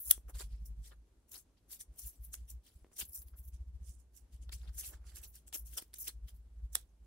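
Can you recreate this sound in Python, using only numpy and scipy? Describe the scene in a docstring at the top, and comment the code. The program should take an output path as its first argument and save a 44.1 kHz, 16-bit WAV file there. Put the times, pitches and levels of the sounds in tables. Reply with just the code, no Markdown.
"""Hands peel sticky tape off cardboard and handle a card in a film sleeve, close to two microphone ports.
The sharpest snap comes about a tenth of a second in, as a low hum begins to throb in a quiet room.
Then glue lets go in bursts of tiny random slips, with smaller snaps, scuffs of the board and dull taps.
Near the end, a tight cluster of strong snaps comes at 6.75 s. Slips are filtered random ticks and hiss;
snaps and taps are fading tones, snaps with added noise; the hum is a wandering tone with rough noise."""
import sys
import numpy as np
from scipy import signal
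from scipy.fft import rfft, irfft
from scipy.io import wavfile
from scipy.ndimage import uniform_filter1d

SR = 44100
rng = np.random.default_rng(int(sys.argv[2]) if len(sys.argv) > 2 else 0)


def unload_wav(signal):
    """Save mono or channel-first audio to the path in sys.argv[1] as 16-bit WAV at rate SR, clipped to [-1, 1]."""
    wavfile.write(
        sys.argv[1],
        SR,
        np.round(np.clip(np.atleast_2d(signal).T, -1, 1) * 32767).astype(np.int16),
    )


N = 311346

# Bursts of slips. Each row: centre in seconds, film level in dB, length in ms,
# tape level in dB over film, card level in dB over film.
BURSTS = [(.015, -70, 26, 28, -16), (0.077, -53, 37, 12.5, -28), (.104, -49, 8.3, 15.5, -6),
          (0.1111, -29, 3, 16, 0.5), (0.297, -64, 15.6, 6.5, -23), (.361, -58.5, 20, -3, -2),
          (0.407, -50.5, 28.6, -5, -5), (.53, -75.5, 52, -22, 1.5), (.15, -62.5, 31, 5.5, -13),
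          (0.665, -60.5, 16.4, 5, -20.5), (0.865, -61.5, 40, -7, -5), (1.297, -70.5, 16, 4, -13.5),
          (1.3182, -53, 3.8, 2, -22), (1.33, -56, 19, 4, -15), (1.345, -54, 11, 5, -3.5),
          (1.359, -56.5, 14, 3.5, -4), (1.384, -56.5, 23, -3, -13.5), (1.585, -85, 19, -7, 5.5),
          (1.729, -52, 29, 4.5, -8), (1.81, -48.5, 15.7, -3, -15), (1.994, -48, 12, 4, -21),
          (2.038, -57, 71, 1, -12), (2.075, -57.5, 25.5, 15, -22), (2.25, -70, 34, 16, -7),
          (2.34, -46.5, 15, -6, -18), (2.385, -70.5, 51, -6, -6.5), (2.502, -56.5, 21.7, 5, -13),
          (2.67, -70, 36, -1, 1), (2.759, -77.5, 87, -4, -5), (2.937, -66.5, 20, -6, -19),
          (2.973, -56, 13.7, 3, -6), (2.992, -41.5, 11, -1, -10), (3.003, -42, 12, 1, -10),
          (3.016, -44, 14, 4, -1.5), (3.04, -64, 12, 2, -12), (3.055, -57, 7.6, 8, -34),
          (3.1, -78, 41, 25.5, -27), (3.159, -52.5, 32, 9.5, -39), (3.221, -74, 11.6, 24.5, -3.5),
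          (3.281, -71.5, 21, 11, -7.5), (3.388, -72, 23, 19, -11), (3.451, -74, 33, 13.5, -24),
          (3.483, -69.5, 9.9, 13.5, -13), (3.544, -68, 21.6, -17, -6.5), (3.888, -60.5, 49, -27, -15.5),
          (4.003, -66.5, 19, -24.5, -21), (4.17, -64.5, 31, -1.5, -11), (4.341, -70, 27, -8, -4.5),
          (4.43, -67, 19, -27, -7.5), (4.495, -81, 7.8, -13, 10), (4.529, -52.5, 12, -4, 1),
          (4.544, -55.5, 18, -3, -10), (4.6, -71, 80, -12.5, -2), (4.684, -73, 15, -26, 8),
          (4.751, -60.5, 23, -1, -11.5), (4.796, -43.5, 24.3, -2, -16), (4.846, -52, 30, 0, -2.5),
          (4.873, -53, 31, 6, -11.5), (4.939, -62, 20.6, -19, -4.5), (5.09, -62, 40, -18, -5),
          (5.169, -52.5, 22.6, -2, -6.5), (5.219, -62, 6, 0, -20), (5.242, -53.5, 17.8, 1, -8),
          (5.286, -78, 27, 23, -22), (5.361, -58, 26.5, -1.5, -9), (5.48, -59, 13.3, -7, -14),
          (5.529, -56, 3.5, -4, 5), (5.543, -42.5, 12.2, -3, -7.5), (5.554, -45, 16, 7, -21),
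          (5.587, -61.5, 22, 17, -36), (5.676, -60.5, 26, 5, -15.5), (5.752, -59.5, 56, 3.5, -7),
          (5.781, -40, 11.2, 0.5, -9), (5.824, -59.5, 14.4, 4, -3.5), (5.942, -52.5, 4.8, 3, -1),
          (5.965, -60, 29, -2, -13), (5.988, -57, 6.4, 12, -15), (6.016, -52.5, 35, 10, -22),
          (6.057, -53, 23, -1, -11.5), (6.115, -68, 22, -2, -20), (6.081, -40.5, 11, -1, -4.5),
          (6.289, -63, 17.7, 2.5, -2.5), (6.362, -82, 22, 14.5, -6), (6.737, -57, 12, -1, -14),
          (6.7522, -32.5, 2.5, 3, -12), (6.756, -47, 9.9, -4, -1.5), (6.785, -68.5, 37, 1.5, -3)]
# A finger scuffs the bare board. Each row: centre in seconds, board level in dB, length in ms.
SCUFFS = [(.285, -65, 5.8), (.298, -58.5, 13.3), (.361, -67, 14), (.352, -67, 3.7), (0.409, -51.5, 12.2),
          (0.92, -59.5, 12.2), (1.347, -65, 24), (2.342, -67.5, 12.4), (2.853, -71, 9.6), (2.917, -70, 4.5),
          (2.928, -66, 8), (3.346, -70, 15), (4.496, -67.5, 8.5), (4.661, -70, 41), (4.927, -65.5, 43),
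          (5.039, -74, 39), (5.17, -74.5, 89), (5.556, -57, 8.3), (5.784, -54.5, 17), (6.088, -59.5, 7),
          (6.599, -82, 18)]
# Where the hands are. Each row: time in seconds, left over right in dB.
HANDS_PAN = [(0, 2.5), (.3, 0), (.6, -1), (1.3, 3), (2.5, 1), (3.15, 1.5), (3.42, 2.5), (3.5, -6.5),
             (4.2, -7), (4.35, 2.5), (4.8, 1.5), (5.1, -5), (5.35, 1), (5.7, 3.5), (5.8, 0), (6.4, -0.5),
             (6.75, -6)]
# Single sharp releases. Each row: start in seconds, level in dB, ring pitch in Hz, card level in dB over the ring.
SNAPS = [(.0949, -29, 10000, -30), (.1107, -15, 12800, -22), (.1123, -4, 9800, -19),
         (.3975, -38, 8200, -12), (2.3415, -27, 11900, -14), (2.9925, -32, 10500, -18),
         (3.0135, -41, 3100, -10), (3.1767, -35, 10300, -30), (3.2195, -54, 6100, -14),
         (3.2845, -50, 9000, -14), (3.486, -49, 10500, -22), (4.4936, -44, 3600, -16),
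         (4.7931, -34, 9000, -28), (5.4805, -46, 9000, -10), (5.5273, -40, 9000, -10),
         (5.659, -54, 11000, -16), (5.781, -32, 9600, -18), (5.9335, -45, 9400, -12),
         (5.9421, -39, 9400, -14), (6.7522, -22, 8300, -22), (6.7541, -15, 8000, -12),
         (6.7545, -15, 10600, -14), (6.755, -18, 11500, -14)]
# Ringing tones of the card. Each row: pitch in Hz, level in dB, time to die by 60 dB in seconds.
CARD_MODES = [(1550, -1.5, 0.0052), (2650, -10.5, 0.0051), (3320, -4, .007), (4260, 1, 0.0032),
              (5486, -14.5, 0.0022)]
# Dull taps of a finger or card edge on the board. Each row: start in seconds, level in dB, pitch in Hz.
KNOCKS = [(0.179, -47, 398), (2.846, -47.5, 375), (2.867, -58, 354), (3.029, -47.5, 187), (5.824, -48, 327),
          (6.087, -55, 320), (6.7655, -48, 704)]
# Colours of film, tape, card, board and room air. Each row: frequency in Hz, relative level in dB per Hz.
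FILM_COLOUR = [(3500, -47.5), (5500, -6), (7500, -1.5), (10000, -2.5), (13000, -16.5)]
TAPE_COLOUR = [(8000, -30), (11000, -0.5), (13000, -3), (16000, -1)]
CARD_COLOUR = [(1100, -27.5), (1700, -8.5), (3200, -0.5), (5200, 0), (7500, -23)]
BOARD_COLOUR = [(150, -22.5), (350, 4), (700, -3.5), (1500, -2), (3200, -22), (6000, -39)]
AIR_COLOUR = [(20, -27.5), (50, -2.5), (130, -22), (285, -22), (600, -32), (1900, -42.5), (12400, -47),
              (13200, -67.5), (16000, -64.5)]
# How alike the two ports hear. Each row: frequency in Hz, left-right likeness (1 is the same).
PORT_LIKENESS = [(60, 0.99), (200, 0.88), (640, 0.61), (1400, 0.31), (6800, 0.013)]
# How long the room rings. Each row: frequency in Hz, time to die by 60 dB in seconds.
ROOM_DECAY = [(500, 0.14), (3000, 0.13), (9000, .13), (15000, 0.073)]
# The wandering pitch of the hum. Each row: time in seconds, pitch in Hz.
HUM_PITCH = [(0, 56), (.7, 53), (2, 56), (3, 61), (3.5, 62), (4.6, 59), (5.4, 57), (7.06, 55)]
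# Runs of evenly spaced throbs. Each row: first throb in seconds, last throb in seconds, spacing in ms (about),
# first level in dB, middle level in dB, last level in dB, throb length in ms.
THROB_RUNS = [(0.093, 0.362, 91, -50, -49, -41.5, 42.6), (0.454, 0.797, 86, -41.5, -40.5, -41.5, 49),
              (0.881, 0.99, 94, -54.5, -57, -55.5, 76), (1.906, 2.213, 150, -50.5, -46, -46.5, 37),
              (2.295, 2.552, 142, -51, -45.5, -45.5, 66), (2.766, 2.827, 62, -49.5, -52.5, -53, 18),
              (3.031, 3.098, 64, -52.5, -53, -53.5, 27.5), (3.2, 3.894, 70, -52.5, -44.5, -43.5, 33),
              (3.977, 4.237, 87, -54.5, -63, -59, 57), (4.352, 4.555, 66, -47.5, -45, -42, 38.5),
              (4.626, 4.768, 70, -43.5, -40.5, -46.5, 40.6), (4.827, 5.268, 62.5, -53.5, -48, -55.5, 32.7),
              (5.336, 5.484, 133, -59, -54, -61.5, 104), (5.634, 5.721, 75, -49.5, -50, -51.5, 72),
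              (5.92, 6.054, 110, -63, -59, -59.5, 107), (6.169, 6.248, 74, -46, -49.5, -43, 40),
              (6.344, 6.647, 59, -48.5, -53.5, -40.5, 37.7), (6.736, 7.035, 100, -49, -62, -54, 58)]

RUSTLE_DB = -92.5  # film level between the bursts: fingers never quite rest
RISE_SHARE = 0.77  # a burst rises faster than it fades
BOARD_UNDER_CARD_DB = -17  # in a burst the board follows the card
SCUFF_CARD_DB = -15  # in a scuff the card sounds along, dB over board
ROOM_DB, AIR_DB = -15.5, -70
EDGE_HZ = 15800


def gain_of(db):
    """Turns decibels into a plain multiplier."""
    return 10 ** (np.asarray(db) / 20)


def evened(x):
    """Scales a signal to an average strength (RMS) of one."""
    return x / np.sqrt(np.mean(x ** 2) + 1e-20)


def read(points, hz):
    """Reads a curve between its points, on a pitch-like scale of frequency."""
    f, value = np.transpose(points)
    return np.interp(np.log(hz + 1), np.log(f + 1), value)


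def coloured(x, points):
    """Filters every channel by a spectrum and evens the level."""
    hz = np.fft.rfftfreq(x.shape[-1], 1 / SR)
    spectrum = rfft(x) * gain_of(read(points, hz))
    return evened(irfft(spectrum, x.shape[-1]))


def at_ports(x):
    """Makes two unrelated channels alike where the wavelength is long against the port spacing."""
    left, other = rfft(x)
    same = np.clip(read(PORT_LIKENESS, np.fft.rfftfreq(N, 1 / SR)), -1, 1)
    right = same * left + np.sqrt(1 - same ** 2) * other
    return irfft(np.array([left, right]), N)


def sides(pan_db):
    """Gives the left and right gains; a positive pan is louder on the left."""
    return gain_of(np.multiply.outer([.5, -.5], pan_db))


def near_to(s):
    """Picks the samples within a quarter second of a moment."""
    return slice(max(round((s - .25) * SR), 0), round((s + .25) * SR))


def peeling():
    """Each burst swells and fades and drives film, tape, card and board by its own shares."""
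    t = np.arange(N) / SR
    # Rows of power: film, tape, card, board
    power = gain_of(RUSTLE_DB + np.array([0, -12.0, -13.5, -7.0]))[:, None] ** 2 * np.ones(N)
    rows = []
    for s, db, length_ms, tape, card in BURSTS:
        rows.append((s, length_ms, [db, db + tape, db + card, db + card + BOARD_UNDER_CARD_DB]))
    for s, db, length_ms in SCUFFS:
        rows.append((s, length_ms, [-np.inf, -np.inf, db + SCUFF_CARD_DB, db]))
    for s, length_ms, levels_db in rows:
        near = near_to(s)
        lengths = 1000 * (t[near] - s) / max(length_ms, .3)
        rise, fade = abs(lengths / RISE_SHARE) ** 1.8, abs(lengths) ** 1.3
        shape_db = -9.28 * np.where(lengths < 0, rise, fade)
        power[:, near] += gain_of(np.add.outer(levels_db, shape_db)) ** 2
    thin = slips(per_s=4000., spread_db=1.8, hiss=0.37)
    thick = slips(per_s=2500., spread_db=1.2, hiss=0.49)
    drives = [(thin, FILM_COLOUR), (thin, TAPE_COLOUR), (thick, CARD_COLOUR), (thick, BOARD_COLOUR)]
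    sound = sum(np.sqrt(p) * coloured(*drive) for p, drive in zip(power, drives))
    return sound * sides(np.interp(t, *np.transpose(HANDS_PAN)))


def slips(per_s, spread_db, hiss):
    """Glue threads break at random, a few much louder; the bending sheet shifts their colour in patches."""
    happens = rng.random(N) < per_s / SR
    size = happens * gain_of(spread_db * np.minimum(rng.exponential(1, N), 5))
    clumps = evened(uniform_filter1d(rng.standard_normal(N), size=250))
    size = size * gain_of(2.0 * clumps) * rng.choice([-1., 1.], N)  # slips come in clumps, either way up
    # Each of 12 spots reaches each port by its own reflections
    spot = rng.integers(0, 12, size=N)
    smears = irfft(np.exp(2j * np.pi * rng.random((12, 2, 25))))
    ticks = sum(signal.oaconvolve((size * (spot == k))[None], smear, axes=1) for k, smear in enumerate(smears))
    rough = evened(ticks[:, :N]) + hiss * rng.standard_normal((2, N))
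    z = signal.stft(rough, nperseg=256, noverlap=192)[2]
    # Random patches, smoothed over frequency and then time, the same at both ports
    patches = uniform_filter1d(rng.standard_normal(z.shape[:0:-1]).T, size=5, axis=0)
    patches = evened(uniform_filter1d(patches, size=12, axis=1))
    bent = z * gain_of(3.4 * patches)
    return at_ports(signal.istft(bent, nperseg=256, noverlap=192)[1][:, :N])


def snaps():
    """A click rings the film for a few cycles; fizz and the modes of the card die just after it."""
    out, t = np.zeros((2, N + 400)), np.arange(-12, 388) / SR
    chance = rng.standard_normal((len(SNAPS), 2, 401))
    after = np.maximum(t, 0)
    start = np.exp(np.minimum(t, 0) / .0001)
    for (s, db, hz, card_db), draw in zip(SNAPS, chance):
        ring = np.cos(2 * np.pi * hz * t + 2 * draw[:, :1]) * np.exp(-after * hz / 2.3)
        ring = ring * sides(-4.0)[:, None]
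        fizz = coloured(draw[::-1, 1:], FILM_COLOUR[:-1] + TAPE_COLOUR[2:]) * np.exp(-after / .0008)
        crack = 0
        for k, (mode_hz, mode_db, t60) in enumerate(CARD_MODES):
            mode = np.cos(2 * np.pi * mode_hz * t + 2 * draw[:, k, None])
            crack = crack + gain_of(mode_db - 60 * after / t60) * mode
        # Long waves reach both ports much alike, so the thud shares a part
        thud = coloured(draw[0, 1:] + .5 * draw[:, :0:-1], BOARD_COLOUR) * np.exp(-after / 0.00066)
        snap = ring + .3 * fizz + gain_of(card_db) * (crack + .3 * thud)
        out[:, round(s * SR) - 12:][:, :400] += gain_of(db) * start * snap
    return signal.lfilter(*signal.butter(2, 500, "high", fs=SR), out[:, :N])  # small sheets radiate little bass


def knocks():
    """A soft tick rings the board briefly while it gives way for a cycle."""
    out, t = np.zeros(N + 2000), np.arange(2000) / SR
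    for s, db, hz in KNOCKS:
        tick = sum(np.sin(2 * np.pi * f * t) * np.exp(-t * f / 0.47) for f in (900., 1900.))
        tick = tick * (1 - np.exp(-t / .00015))
        give = np.sin(2 * np.pi * hz * t) * np.exp(-t * hz / 0.46)
        out[round(s * SR):][:2000] -= gain_of(db) * (give + 0.71 * tick)
    return out[:N] * sides(0.51)[:, None]


def room(x):
    """A short diffuse tail, each band dying at its own speed."""
    hz, t, z = signal.stft(rng.standard_normal((2, SR // 3)), SR, nperseg=128)
    dying = z * gain_of(-60 * t / read(ROOM_DECAY, hz)[:, None])
    tail = signal.istft(dying, SR, nperseg=128)[1]
    tail = np.pad(tail, ((0, 0), (90, 0)))  # it starts about 2 ms late
    return signal.fftconvolve(x, tail / np.linalg.norm(tail[0]), axes=1)[:, :N]


def hum():
    """A low tone whose pitch wanders swells throb by throb, with a rough skirt of noise around it."""
    t = np.arange(N) / SR
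    cycles = np.cumsum(np.interp(t, *np.transpose(HUM_PITCH))) / SR
    tone = np.sqrt(2) * np.sin(2 * np.pi * (cycles + rng.random()))
    skirt_colour = [(20, -9), (45, 9.0), (90, -2.0), (190, -11), (260, -47.5)]  # Hz, dB per Hz
    skirt = coloured(at_ports(rng.standard_normal((2, N))), skirt_colour)
    # The flank is opposite at the two ports
    flank = coloured(rng.standard_normal(N), [(25, -11), (55, 17.5), (100, -33.0)])
    return throbs() * (tone * sides(0.49)[:, None] + 0.28 * skirt + np.outer([.1, -.1], flank))


def throbs():
    """Evenly spaced swells whose level bends from first over middle to last of each run."""
    t, swell = np.arange(N) / SR, np.zeros(N)
    for first, last, spacing_ms, first_db, middle_db, last_db, length_ms in THROB_RUNS:
        count = round(1000 * (last - first) / spacing_ms) + 1
        for u in np.linspace(-1, 1, count):  # place in the run
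            s = first + (last - first) * (u + 1) / 2
            db = middle_db * (1 - u ** 2) + first_db * u * (u - 1) / 2 + last_db * u * (u + 1) / 2
            near = near_to(s)
            lengths = 1000 * (t[near] - s) / length_ms
            swell[near] += gain_of(db - 24.0 * lengths ** 2)
    return swell


def air():
    """The steady floor of the room is coloured noise, wavering a little."""
    waver = evened(uniform_filter1d(rng.standard_normal(N), size=3000))
    noise = coloured(at_ports(rng.standard_normal((2, N))), AIR_COLOUR)
    return gain_of(AIR_DB + 1.1 * waver) * noise


def scene():
    """The hands' sounds, their room tail, the hum and the air add up."""
    hands = peeling() + snaps() + knocks()
    return hands + gain_of(ROOM_DB) * room(hands) + hum() + air()


def record(dry):
    """The band limit of the recorder takes away the highest treble."""
    low_pass = signal.firwin(511, EDGE_HZ, window=("kaiser", 9), fs=SR)
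    return signal.oaconvolve(dry, low_pass[None], "same")


dry = scene()
out = record(dry)
unload_wav(out)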